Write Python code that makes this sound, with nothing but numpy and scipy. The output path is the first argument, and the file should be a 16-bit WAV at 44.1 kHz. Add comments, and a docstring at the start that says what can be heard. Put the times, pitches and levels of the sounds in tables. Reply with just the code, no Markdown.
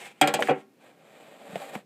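"""A small turtle clambers between a cardboard box and a stack of paper on a table, close by in a small room.
Paper rustles first, a hiss full of tiny slips, over faint room air. The shell knocks three times, then
tumbles in a dull clatter that rings box and table, with dry claw taps and more rustle. A soft scrape
creeps in and swells under a few more taps until a last bump."""
import sys
import numpy as np
from scipy import signal
from scipy.fft import rfft, irfft
from scipy.io import wavfile

SR = 44100
rng = np.random.default_rng(int(sys.argv[2]) if len(sys.argv) > 2 else 0)


def transcribe(u):
    """Save the signal u as a 16-bit wav file named by the first command-line argument.

    u: samples, shape (n,) or (channels, n), limited to [-1, 1]; the rate is SR.
    q: integer samples, one column per channel.
    """
    v = np.clip(np.atleast_2d(u).T, -1, 1)
    q = np.round(v * 32767).astype(np.int16)
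    wavfile.write(sys.argv[1], SR, q)


N = 81585


def undb(db):
    return 10 ** (np.asarray(db) / 20)


def unit_rms(x):
    return x / np.sqrt(np.mean(x ** 2) + 1e-20)


def curve_at(hz, points):
    """Read (f/Hz, value) breakpoints on a log-frequency axis."""
    freqs, values = np.array(points, float).T
    return np.interp(np.log(np.maximum(hz, 1)), np.log(freqs), values)


def equalise(x, eq):
    """Apply an EQ curve with a low cut below its first point, and normalise."""
    hz = np.arange(N // 2 + 1) * SR / N
    low_cut = np.minimum(hz / eq[0][0], 1) ** 2
    return unit_rms(irfft(rfft(x) * undb(curve_at(hz, eq)) * low_cut, N))


def decay(t, t60):
    """Exponential tail, 60 dB down at t60."""
    return np.exp(-np.log(1000) * t / t60)


def mix_in(out, start, x):
    i = int(start * SR)
    out[i:i + len(x)] += x[:N - i]


def fine_resonances(depth_db=7, spacing_hz=22.39):
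    """An object's fine resonances: random peaks and dips in dB, one value per Hz."""
    return depth_db * np.interp(np.arange(SR // 2 + 1) / spacing_hz, np.arange(N), rng.standard_normal(N))


def box_hollowness(boost_db=4, width_hz=25):
    """Rubbing sounds the modes of box and table: a peak in dB at each, one value per Hz."""
    hz = np.arange(SR // 2 + 1)
    peaks = [1 / (1 + (2 * (hz - mode[0]) / width_hz) ** 2) for mode in BOX_TABLE_MODES]
    return boost_db * np.max(peaks, axis=0)


def friction(envelope, eq, grain_db, spread_db, grains_per_s=1500, catches_per_s=70):
    """Tiny slips of uneven size over a smooth hiss; louder and brighter with the pressure of the rub."""
    chance, size = rng.random(N), rng.exponential(size=N)
    direction, hiss = rng.standard_normal((2, N))
    grains = (chance < grains_per_s / SR) * np.sign(direction) * undb(spread_db * np.minimum(size, 3))
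    texture = hiss + undb(grain_db) * unit_rms(grains)
    t = np.arange(N) / SR
    times, levels_db = np.array(envelope).T
    catch_db = np.interp(t * catches_per_s, np.arange(N), rng.standard_normal(N))  # catches and lets go
    pressure_db = np.interp(t, times, levels_db) + catch_db
    hz = np.arange(N // 2 + 1) * SR // N
    resonance_db = (0.35 * fine_resonances() + box_hollowness())[hz]
    rub = equalise(irfft(rfft(texture) * undb(resonance_db), N), eq)
    treble = irfft(rfft(rub) * (1 - np.exp(-(hz / 5960) ** 2)), N)
    treble_gain = undb(0.31 * (pressure_db - levels_db.max()))  # a lighter rub loses its top first
    return (rub - treble + treble * treble_gain) * undb(pressure_db)


# Envelope of the rub on paper: t/s, level/dB
PAPER_ENVELOPE = [(0, -43), (.065, -42.5), (.1, -51.5), (.118, -51), (.14, -61), (.2, -59.5), (.36, -73.5),
                  (.4, -40), (.47, -40), (.51, -46), (.54, -59), (.61, -56), (.66, -77)]
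# Tone of the paper: f/Hz, level/dB
PAPER_EQ = [(100, -17), (160, -4), (800, 2.5), (1200, -5), (2400, 3), (3400, -2), (4300, -10), (5800, -14),
            (8000, -5.5), (9800, -14), (15000, -23.5)]


def paper_rustle():
    """The turtle brushes the paper stack: two short swishes of fine, even grain."""
    return friction(PAPER_ENVELOPE, PAPER_EQ, grain_db=-5.5, spread_db=4.5)


# Tone of the room air: f/Hz, level/dB
AIR_EQ = [(60, -26), (140, 0.5), (300, 1.5), (450, -4.5), (1000, -17.5), (3000, -24), (10000, -29.5),
          (15000, -31)]


def room_air():
    """A faint, dark bed of steady noise."""
    return undb(-62) * equalise(rng.standard_normal(N), AIR_EQ)


# Tone of the dense ring of cardboard and room: f/Hz, level/dB
CARDBOARD_EQ = [(110, -37.5), (150, -13.5), (400, -3), (800, -5.5), (1100, -12.5), (2000, -7.5),
                (3200, -6.5), (4200, -10), (5800, -17), (8400, -5.5), (9600, -19), (15000, -18)]
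# Length of its tail: f/Hz, t60/s
CARDBOARD_T60 = [(150, 0.28), (700, 0.21), (2000, 0.2), (4500, 0.1), (8000, 0.054), (14000, 0.034)]


def cardboard_ring(t, strike_eq, resonance_db, attack_s=0.00024):
    """A crack of contact, then countless weak resonances excited at random; the high ones die first."""
    edges = np.geomspace(90, 16000, 17)
    hz = np.arange(len(t) // 2 + 1) * SR / len(t)
    tone = undb(curve_at(hz, CARDBOARD_EQ)) * (hz < edges[-1])
    tone = tone / np.linalg.norm(tone) * undb(curve_at(hz, strike_eq))
    spectrum = np.exp(2j * np.pi * rng.random(len(hz))) * tone * undb(resonance_db[hz.astype(int)])
    crack = undb(-9) * decay(t, t60=0.017)
    room_tail = undb(-29.5) * decay(t, t60=0.4)
    out = 0
    for lo, hi in zip(edges, edges[1:]):
        in_band = (hz >= lo) & (hz < hi)
        envelope = decay(t, curve_at(np.sqrt(lo * hi), CARDBOARD_T60)) + crack + room_tail
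        band = irfft(spectrum * in_band, len(t)) * envelope
        out += band * np.linalg.norm(tone[in_band]) * np.linalg.norm(envelope) / np.linalg.norm(band)
    return out * (1 - np.exp(-t / attack_s))


def struck_mode(t, hz, t60, attack_cycles=1.6):
    """One mode: it builds over a few cycles, so low ones bloom late, then dies away."""
    return np.sin(2 * np.pi * hz * t) * (1 - np.exp(-t * hz / attack_cycles)) * decay(t, t60)


# Modes of box and table: f/Hz, level struck on the box side/dB, level struck on the table/dB, t60/s
BOX_TABLE_MODES = [(149.8, -0.5, -8.5, 0.16), (215.8, -14, -14, 0.53), (275.4, -12, -2.5, 0.2),
                   (296.7, 5, -15.5, 0.19), (439, -9, -11, .16), (388, -22, -14, 0.36),
                   (479.6, -5.5, 0.5, 0.18), (576.5, 1, -5.5, 0.15), (758.4, 4.5, -0.5, 0.11),
                   (787, -2.5, -17.5, 0.19), (821, -5.5, -8, 0.19), (1094, -19.5, -15.5, 0.27),
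                   (1324, -9, -20, 0.16), (1380, -14, -11.5, 0.29), (1611, -15, -19, 0.23),
                   (1850, -19, -19, 0.15), (2157, -7, -25.5, .22), (2320, -10, -16.5, .11),
                   (2374, 4.5, -10, .13), (2549, -5, -9, 0.12), (3256, 0, -8.5, 0.092)]


def box_and_table(t, strike_eq, place):
    """The pitched body of a knock: shared modes, balanced by where the blow lands."""
    scatter_db = 2 * rng.standard_normal(len(BOX_TABLE_MODES))  # no two blows weight the modes alike
    out = 0
    for chance_db, (hz, box_db, table_db, t60) in zip(scatter_db, BOX_TABLE_MODES):
        place_db = np.interp(place, [0, 1], [box_db, table_db])
        out += undb(place_db + curve_at(hz, strike_eq) + chance_db) * struck_mode(t, hz, t60)
    return out


# Shell hits: t/s, bass/dB, body/dB, crack/dB, snap/dB, place (0 box side, 1 table), struck spot f/Hz
SHELL_HITS = [(.2129, -19.5, -14.5, -16.5, -15, 0.035, 800), (.2265, -40, -23.5, -14.5, -54, 0.5, 554),
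              (.2405, -32, -20, -38.5, -55, 0.21, 770), (.2738, -28, -17, -21, -22.5, 0.58, 735),
              (.3394, -24, -18, -21.5, -19.5, 0.79, 680), (.3915, -35.5, -25, -61, -50, 1, 830),
              (.4045, -27.5, -17.5, -83, -34.5, .95, 586), (.4850, -19.5, -15.5, -24, -65, 0.75, 765),
              (.4920, -20.5, -17.5, -22.5, -48.5, 0.61, 818), (.5085, -54, -14, -40.5, -55, 0.53, 764)]
# Centres of the bass, body, crack and snap bands: f/Hz
HIT_BANDS = [250, 700, 2200, 8000]


def shell_knocks():
    """Each blow rings box, table and the patch under the shell, which gives it a pitch of its own."""
    out, t = np.zeros(N), np.arange(SR // 2) / SR
    resonance_db = fine_resonances()
    for start, *band_db, place, spot_hz in SHELL_HITS:
        strike_eq = list(zip(HIT_BANDS, band_db))
        modes = box_and_table(t, strike_eq, place)
        spot = undb(curve_at(spot_hz, strike_eq) - 4) * struck_mode(t, spot_hz, t60=0.047)
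        mix_in(out, start, modes + spot + cardboard_ring(t, strike_eq, resonance_db))
    return undb(-2.5) * out


# Taps and thuds of claws and shell: t/s, level/dB, f/Hz, t60/s
TAP_HITS = [(.3914, -9.5, 666, 0.016), (.3952, -15.5, 860, 0.014), (0.4239, -1, 1760, 0.0036),
            (.4250, -11, 3015, 0.0048), (.4738, -11.5, 1900, 0.0038), (.5110, -13.5, 514.6, 0.076),
            (1.4135, -31.5, 640, 0.024), (1.484, -39.5, 199, 0.099), (1.53, -31.5, 187, 0.049),
            (1.557, -12.5, 618, 0.012), (1.5571, -14, 2360, 0.0022), (1.562, -23.5, 199, 0.027),
            (1.6150, -35, 785, 0.16), (1.753, -20, 2280, 0.0049), (1.7542, -10, 716, 0.0043),
            (1.7586, -22, 197.5, 0.048)]


def dry_taps(attack_cycles=0.43):
    """A click and a damped tone, with a short scatter of reflections; low thuds have a duller click."""
    out, t = np.zeros(N), np.arange(SR // 4) / SR
    for start, db, hz, t60 in TAP_HITS:
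        click, scatter = rng.standard_normal((2, len(t)))
        lowpass = signal.butter(2, min(7.7 * hz, SR / 4), fs=SR)
        click = undb(-19) * unit_rms(signal.lfilter(*lowpass, click)) * decay(t, 10 / max(hz, 1000))
        envelope = decay(t, t60) * (1 - np.exp(-t * hz / attack_cycles))
        tap = (np.sin(2 * np.pi * hz * t) + click) * envelope
        reflections = scatter * decay(t, t60=0.03) * (1 - np.exp(-t / 0.0064))
        wet = signal.fftconvolve(tap, reflections)[:len(t)]
        wet *= undb(-4.5) * np.linalg.norm(tap) / np.linalg.norm(wet)
        mix_in(out, start, undb(db) * (tap + wet))
    return out


# Envelope of the slide along table and box: t/s, level/dB
SCRAPE_ENVELOPE = [(.74, -83.5), (.81, -57), (.875, -52.5), (.96, -61.5), (1.06, -55.5), (1.25, -50.5),
                   (1.38, -53), (1.42, -50), (1.53, -45.5), (1.62, -41), (1.7, -46), (1.725, -47.5),
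                   (1.75, -37), (1.775, -45.5), (1.81, -54.5), (1.85, -76)]
# Tone of the slide: f/Hz, level/dB
SCRAPE_EQ = [(115, -28), (160, -9.5), (230, -4), (330, -11.5), (450, -2.5), (600, 3.5), (780, -3),
             (980, -9.5), (1300, -9), (1750, -10.5), (2350, -10), (3000, -13), (4200, -16.5), (5600, -29),
             (6600, -23), (7800, -15.5), (9600, -27), (11700, -22.5), (15000, -32)]


def soft_scrape():
    """The turtle slides along table and box: a darker, grittier rub that swells to the last bump."""
    return friction(SCRAPE_ENVELOPE, SCRAPE_EQ, grain_db=-6, spread_db=8)


def scene():
    """Rubs and hits over room air, in mono."""
    rustle, scrape, air = paper_rustle(), soft_scrape(), room_air()
    return (rustle + air + shell_knocks() + dry_taps() + scrape)[None]


def record(dry):
    """The microphone drops the deep bass and cuts the top."""
    low_cut = signal.butter(4, 115, "high", fs=SR, output="sos")
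    high_cut = signal.ellip(8, .2, 80, 15200, fs=SR, output="sos")
    return signal.sosfilt(high_cut, signal.sosfilt(low_cut, dry))


dry = scene()
out = record(dry)
transcribe(out)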